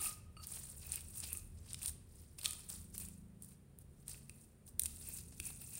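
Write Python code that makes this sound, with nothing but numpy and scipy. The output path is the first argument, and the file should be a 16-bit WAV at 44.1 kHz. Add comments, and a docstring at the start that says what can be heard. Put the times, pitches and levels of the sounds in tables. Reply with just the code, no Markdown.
"""A stone pestle crushes shallots and garlic in a flat stone mortar, over a low kitchen rumble and the
drone of an engine outside. It opens with knocks that ring both stones, and a gritty scrape. From 0.5 s
to 3 s, push after push grinds the pulp and bursts skins in crackling clusters. The work eases until 4 s,
then the sharpest crack lands at 4.8 s, and a bright knock and more scraping close the scene.
A small microphone with a peak near 9 kHz brightens everything."""
import sys
import numpy as np
from scipy import signal
from scipy.fft import rfft, irfft
from scipy.io import wavfile
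from scipy.ndimage import uniform_filter1d

SR = 44100
rng = np.random.default_rng(int(sys.argv[2]) if len(sys.argv) > 2 else 0)


def output_pcm(signal):
    """Save a mono or channel-first signal as 16-bit PCM at the path in sys.argv[1].

    Samples are clipped to [-1, 1] before scaling.
    """
    pcm = np.clip(np.atleast_2d(signal).T, -1, 1) * 32767
    wavfile.write(sys.argv[1], SR, np.round(pcm).astype(np.int16))


N = 255339

# the pestle's modes: (pitch [Hz], level [dB], t60 [s])
PESTLE_MODES = [(2545, 8, 0.022), (2650, 7, 0.022), (4450, -3, 0.015)]
SNAP_WIDTH = 0.56  # a snap's band as a share of its pitch


def gain_of(db):
    return 10 ** (np.asarray(db) / 20)


def unit_rms(x):
    return x / np.sqrt(np.mean(x ** 2) + 1e-20)


def at_hz(points, hz):
    """Read a curve on a log frequency axis."""
    f, value = np.transpose(points)
    return np.interp(np.log(hz + 1), np.log(f + 1), value)


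def automation(rows):
    """Timed breakpoints become one curve per column."""
    s, *columns = np.transpose(rows)
    return [np.interp(np.arange(N) / SR, s, c) for c in columns]


def drift(shape, samples):
    """Noise smoothed into a slow wander."""
    return uniform_filter1d(uniform_filter1d(rng.standard_normal(shape), samples), samples)


def equalise(x, points):
    """Causal filter of unit energy with the given spectrum."""
    log_gain = np.log(gain_of(at_hz(points, abs(np.fft.fftfreq(4096, 1 / SR)))))
    taps = np.fft.ifft(np.exp(np.conj(signal.hilbert(log_gain)))).real[:1024]
    return signal.oaconvolve(x, taps / np.linalg.norm(taps))[:N]


def resonate(x, hz, width):
    """Two like resonances in series, gain 1 at the centre."""
    pole = np.exp((2j * np.pi * hz - np.pi * width) / SR)
    for _ in range(2):
        x = 2 * signal.lfilter([1 - abs(pole)], [1, -pole], x).real
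    return x


def ring(x, modes):
    """Every impulse sets the decaying modes going."""
    t = np.arange(SR // 2) / SR
    response = sum(gain_of(db - 60 * t / t60) * np.sin(2 * np.pi * hz * t) for hz, db, t60 in modes)
    return signal.oaconvolve(x, response)[:N]


def impulses(s, db):
    train = np.zeros(N)
    np.add.at(train, np.round(np.asarray(s) * SR).astype(int), gain_of(db))
    return train


def grains(per_s, spread_db, clump_db):
    """Tiny slips of random sign, a few large, in clumps some milliseconds long."""
    size = gain_of(spread_db * np.minimum(rng.exponential(1, N), 5))
    size *= rng.random(N) < per_s / SR
    clumps = gain_of(clump_db * unit_rms(drift(N, 300)))
    return unit_rms(size * rng.choice([-1., 1.], N) * clumps)


def engine():
    """A distant engine drones on low multiples of its firing rate, each wavering by itself."""
    # engine speed: (time [s], firing rate [Hz])
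    firing = [(0, 23), (1.5, 29.9), (2.7, 26.7), (5.79, 29)]
    # harmonics from the fourth up: (level [dB])
    harmonics = [-1, 1.5, 1.5, 0, -2.5, -7.5]
    waver_db, waver_s = 3.5, 0.58
    cycles = np.cumsum(automation(firing)[0]) / SR
    wavers = drift((len(harmonics), N), round(waver_s * SR))
    tones = (gain_of(db + waver_db * unit_rms(waver)) * np.sin(2 * np.pi * (k * cycles + rng.random()))
             for k, (db, waver) in enumerate(zip(harmonics, wavers), 4))
    return unit_rms(sum(tones))


def room_tone():
    """Faint air, a swelling rumble that lingers in the lowest room modes, and the engine."""
    # colour of the air: (frequency [Hz], level [dB])
    air_eq = [(33, -30.5), (60, -1.5), (240, -12.5), (270, -16.5), (380, -15.5), (800, -29.5), (2000, -35),
              (6000, -43.5), (16000, -41)]
    # low room resonances: (pitch [Hz], width [Hz], level [dB])
    room_modes = [(40.3, 18, -4), (76.5, 23.8, 1), (101, 84, -9)]
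    # swells of the low end: (time [s], rumble level [dB], engine level [dB])
    swells = [(0.0, -59, -59.5), (1.95, -53.5, -63.5), (2.27, -64.5, -66), (3.03, -56.5, -57),
              (3.5, -69.5, -60), (3.75, -61, -65), (4.3, -61, -59.5), (4.58, -72, -70.5), (4.74, -57, -63),
              (5.51, -60, -57.5), (5.79, -65, -58.5)]
    spectrum = rfft(rng.standard_normal(N)) * gain_of(at_hz(air_eq, np.fft.rfftfreq(N, 1 / SR)))
    air = gain_of(-62.5) * unit_rms(irfft(spectrum, N))
    drive = rng.standard_normal(N)
    rumble = sum(gain_of(db) * unit_rms(resonate(drive, hz, width)) for hz, width, db in room_modes)
    rumble_db, engine_db = automation(swells)
    return air + gain_of(rumble_db) * rumble + gain_of(engine_db) * engine()


def kitchen_reverb(x):
    """Sparse reflections build over the first wall bounces; each band dies at its own speed."""
    # the kitchen's decay: (frequency [Hz], t60 [s])
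    decay = [(500, 1), (16000, 0.26)]
    taps = np.zeros(SR // 2)
    slots = np.arange(100, SR // 2 - 20, 20)
    build_up = np.minimum(slots / SR / .02, 1)
    taps[slots + rng.integers(0, 20, len(slots))] = rng.choice([-1., 1.], len(slots)) * build_up
    hz, t, bands = signal.stft(taps, SR, nperseg=256)
    tail = signal.istft(bands * gain_of(-60 * t / at_hz(decay, hz)[:, None]), SR, nperseg=256)[1]
    return signal.fftconvolve(x, tail / np.linalg.norm(tail))[:N]


def knocks():
    """A blow rings both stones, chatters on briefly in the mortar and thuds into the counter."""
    # stone on stone: (time [s], mortar level [dB], pestle level [dB])
    hits = [(0.002, -54.5, -75), (0.06, -55, -60.5), (0.368, -57, -62.5), (0.398, -63, -74),
            (1.157, -72, -102), (1.351, -74, -56), (1.818, -99, -57.5), (2.461, -64, -60),
            (4.145, -92, -60.5), (4.296, -89, -57), (4.856, -81, -57.5), (5.4, -90, -48)]
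    # the mortar's ring: (pitch [Hz], level [dB], t60 [s])
    mortar_modes = [(1233, -1, 0.29), (1260, -3, 0.35), (2800, -4, 0.17), (4500, -4, 0.083),
                    (8700, -8, 0.085)]
    # the counter's thud: (pitch [Hz], level [dB], t60 [s])
    counter_modes = [(78, 7, 0.09), (345, -2.5, 0.037)]
    skid_db, skid_t60_s, thud_db = -0.5, 0.06, 2
    s, mortar_db, pestle_db = np.transpose(hits)
    blows = impulses(s, mortar_db)
    chatter = grains(per_s=4000, spread_db=1.0, clump_db=2.0) / np.sqrt(SR / 600)
    fade = gain_of(skid_db - 60 * np.arange(SR // 10) / SR / skid_t60_s)
    skid = chatter * signal.oaconvolve(blows, fade)[:N]
    thud = ring(impulses(s, np.maximum(mortar_db, pestle_db) + thud_db), counter_modes)
    return ring(blows + skid, mortar_modes) + ring(impulses(s, pestle_db), PESTLE_MODES) + thud


def pushes():
    """Each push swells to a peak and lets go; gives the gains of grit, pulp and pestle hum."""
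    # strokes: (peak time [s], rise [s], release [s], grit level [dB], pulp vs grit [dB], hum vs grit [dB])
    strokes = [(0.064, 0.3, 0.2, -40, -6, -7.5), (0.446, 0.058, 0.026, -48, -3, -45),
               (.536, 0.24, 1, -48.5, -8, -24), (.85, 0.19, 0.38, -56.5, -4, -7.5),
               (0.937, 0.11, 0.26, -45, -6, -4.5), (1.159, 0.015, 0.35, -47, -16.5, -44),
               (1.238, 0.032, 0.07, -47, 2.5, -4), (1.334, 0.69, 0.27, -47, -9.5, -8),
               (1.723, 0.37, 0.072, -60, 0, -30), (1.859, 0.23, 0.034, -49.5, -3.5, -28),
               (1.885, 0.044, 0.057, -37.5, -12.5, -35), (2.17, 0.3, 1, -65, -6, -30),
               (2.388, 0.012, 0.035, -47, -3, -5), (2.453, 0.13, 0.64, -47.5, -5.5, -20),
               (2.701, 0.043, 0.31, -45, -7, -33), (2.949, 0.035, 0.22, -51.5, -4.5, -36),
               (3.014, 0.15, 0.31, -48.5, -9.5, -11), (3.431, 0.047, 0.2, -63, -6, -30),
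               (3.524, 0.27, 0.14, -64, -7, -22), (3.814, 0.06, 0.083, -69, -6, -35),
               (4.031, 0.36, 0.058, -72.5, -7.5, -35), (4.095, 0.059, 0.29, -50.5, -3.5, -15),
               (4.42, 0.99, 0.42, -66.5, -13.5, -17), (4.679, 0.04, 0.081, -54, -9, -35),
               (4.81, 0.0098, 1, -51, -10, -19), (5.093, 0.35, 0.6, -51, -9.5, -9.5),
               (5.188, 0.56, 0.08, -50, -10, -13), (5.326, 0.03, 0.099, -58.5, -2, -21),
               (5.469, 0.21, 0.38, -47, -11, -8.5), (5.619, 0.037, 0.12, -50.5, -5.5, -8.5),
               (5.78, 0.48, 0.12, -49.5, -11, -12.5)]
    swing_db = 42.5 * np.array([1, 1, 1.7])  # per rise or release; the hum swells and dies faster
    rise_bend, release_bend = 1.08, 0.9  # above 1 rounds the top
    t, power = np.arange(0, N + 64, 64) / SR, 0
    for s, rise_s, release_s, grit_db, pulp_db, hum_db in strokes:
        away = abs(t - s)
        dip = np.where(t < s, (away / rise_s) ** rise_bend, (away / release_s) ** release_bend)
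        peak_db = grit_db + np.array([[0], [pulp_db], [hum_db]])
        power += gain_of(peak_db - np.outer(swing_db, dip)) ** 2
    return [np.interp(np.arange(N) / SR, t, np.sqrt(layer)) for layer in power]


def pestle_hum(gain):
    """Rubbing keeps the pestle's modes humming."""
    rub = gain * grains(per_s=3000, spread_db=1.5, clump_db=3.5)
    return ring(rub, PESTLE_MODES) / np.linalg.norm(ring(impulses([0], [0]), PESTLE_MODES))


def snap(x, hz, share):
    """A breaking piece sounds in a broad band round its own pitch, with no bass."""
    width = share * hz
    edge = np.diff(x, prepend=0) / (2 * np.sin(np.pi * hz / SR))
    return resonate(edge, hz, width) * np.sqrt(SR / (np.pi * width))


def fibre_snaps():
    """Fibres tear in short bursts, each size at its own pitch."""
    tear_t60_s, pitches_hz = 0.0091, np.geomspace(6000, 15000, num=6)
    breaks = abs(grains(per_s=150, spread_db=3.5, clump_db=3.5))
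    size = np.repeat(rng.integers(0, 6, N // 256 + 1), 256)[:N]
    fade = gain_of(-60 * np.arange(SR // 40) / SR / tear_t60_s)
    tears = unit_rms(signal.oaconvolve(breaks, fade)[:N] * rng.standard_normal(N))
    return sum(snap(tears * (size == k), hz, SNAP_WIDTH) for k, hz in enumerate(pitches_hz))


def patchy(x, spread_db):
    """Pieces differ in size and wetness, so the colour shifts every few milliseconds."""
    bands = signal.stft(x, nperseg=128, noverlap=96)[2]
    patches = uniform_filter1d(rng.standard_normal(bands.shape), size=9, axis=0)
    patches = unit_rms(uniform_filter1d(patches, size=12, axis=1))
    return signal.istft(bands * gain_of(spread_db * patches), nperseg=128, noverlap=96)[1][:N]


def scrape():
    """Under each push grit hisses, fibres snap, pulp crunches lower and the pestle hums."""
    # colour of the grit: (frequency [Hz], level [dB])
    grit_eq = [(1500, -40), (3500, -7), (6000, -4), (9000, -3.5), (12500, -4)]
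    # colour of the pulp: (frequency [Hz], level [dB])
    pulp_eq = [(700, -10), (2000, -10), (3400, -5), (5200, 0), (8000, -7), (12000, -52)]
    grit_gain, pulp_gain, hum_gain = pushes()
    snaps = 0.43 * grit_gain * fibre_snaps()
    slips = grains(per_s=12000, spread_db=2.5, clump_db=2.0)
    pulp = slips + 0.83 * grains(per_s=4000, spread_db=2.5, clump_db=-1.0)
    hum = pestle_hum(hum_gain)
    crunch = equalise(slips * grit_gain, grit_eq) + equalise(pulp * pulp_gain, pulp_eq)
    return patchy(crunch, spread_db=3.5) + snaps + hum


def cracks():
    """A piece creaks, bursts and sheds a patter of splinters: brittle skin on top, wet clove below."""
    # pieces bursting: (time [s], skin level [dB], clove vs skin [dB], skin pitch [Hz])
    pieces = [(0.47, -35.5, -37, 13000), (0.9053, -52, -3, 11300), (0.9199, -30.5, -17.5, 8400),
              (0.958, -30, -20, 13100), (1.0078, -44.5, -9, 10100), (1.2022, -35, -38, 7700),
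              (1.3302, -27, -40, 11700), (1.3724, -36.5, -32, 10000), (1.7321, -36, -14, 8000),
              (1.744, -46, 8.5, 7500), (1.8302, -34, -11, 10100), (1.8592, -29, -11.5, 9300),
              (1.8803, -37, -12, 9800), (1.8933, -37, -17, 9350), (2.39, -55, -9, 11600),
              (2.413, -48, 3, 9000), (2.4325, -39.5, -6.5, 13800), (2.4447, -37, -1, 9500),
              (2.449, -45, 9, 6950), (2.4528, -46, 11, 8000), (2.4576, -38.5, 14.5, 8400),
              (2.5085, -36, -7, 9450), (2.5322, -40, -6, 8300), (2.7004, -35.5, -9.5, 12700),
              (2.9608, -49, -6, 9740), (2.9797, -32.5, -14, 11100), (3.0001, -40, -17, 11700),
              (3.086, -42, -21, 11500), (3.4228, -42, -45, 10900), (3.434, -49, -36, 9400),
              (3.446, -47, -29, 9900), (3.488, -50.5, -25, 9500), (3.7874, -46, -26, 12200),
              (4.0809, -37, -12, 9300), (4.2953, -46, -6.5, 9500), (4.7953, -21, -14.5, 11800),
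              (4.8193, -33, -20, 9250), (4.858, -28.5, -10, 9000), (4.8625, -38, -6.5, 8700),
              (4.961, -49, -14, 7600), (5.0886, -31.5, -43, 13800), (5.4003, -35.5, -4, 10600)]
    skin_rise_ms, clove_rise_ms, clove_hz = 0.26, 0.61, 3240
    creak_db, creak_t60_ms = -23.5, 13
    shed_db, shed_t60_ms = -12.5, 38.4
    ms, track = np.arange(-500, 1500) * 1000 / SR, np.zeros(N)
    rise = np.maximum(ms, 0) / [[skin_rise_ms], [clove_rise_ms]]
    creak = (ms < 0) * gain_of(creak_db - 60 * abs(ms) / creak_t60_ms)
    burst = rise * np.exp(1 - rise)
    shed = np.minimum(rise, 1) * gain_of(shed_db - 60 * ms / shed_t60_ms)
    envelope = creak + burst + shed
    for s, skin_db, clove_db, hz in pieces:
        skin, clove = envelope * rng.standard_normal(envelope.shape)
        layers = np.array([snap(skin, hz, SNAP_WIDTH), snap(clove, clove_hz, share=1.09)])
        makeup = np.linalg.norm(envelope, axis=1) / np.linalg.norm(layers, axis=1)
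        start = round((s + ms[0] / 1000) * SR)
        track[start:][:len(ms)] += (makeup * gain_of([skin_db, skin_db + clove_db])) @ layers
    return track


def scene():
    """The mortar up front, with a little reverb, over the room tone."""
    mortar = scrape() + cracks() + knocks()
    return (mortar + gain_of(-14.0) * kitchen_reverb(mortar) + room_tone())[None]


def record(dry):
    """The microphone's port resonance lifts the treble; a low-pass trims the very top."""
    # microphone response: (frequency [Hz], level [dB])
    port_eq = [(6500, -4), (8000, 0), (9150, 7.5), (10500, -1.5), (12200, -6), (16000, -1)]
    low_pass = signal.firwin(511, 15850, window=("kaiser", 9), fs=SR)
    return signal.oaconvolve(equalise(dry[0], port_eq), low_pass, "same")[None]


dry = scene()
out = record(dry)
output_pcm(out)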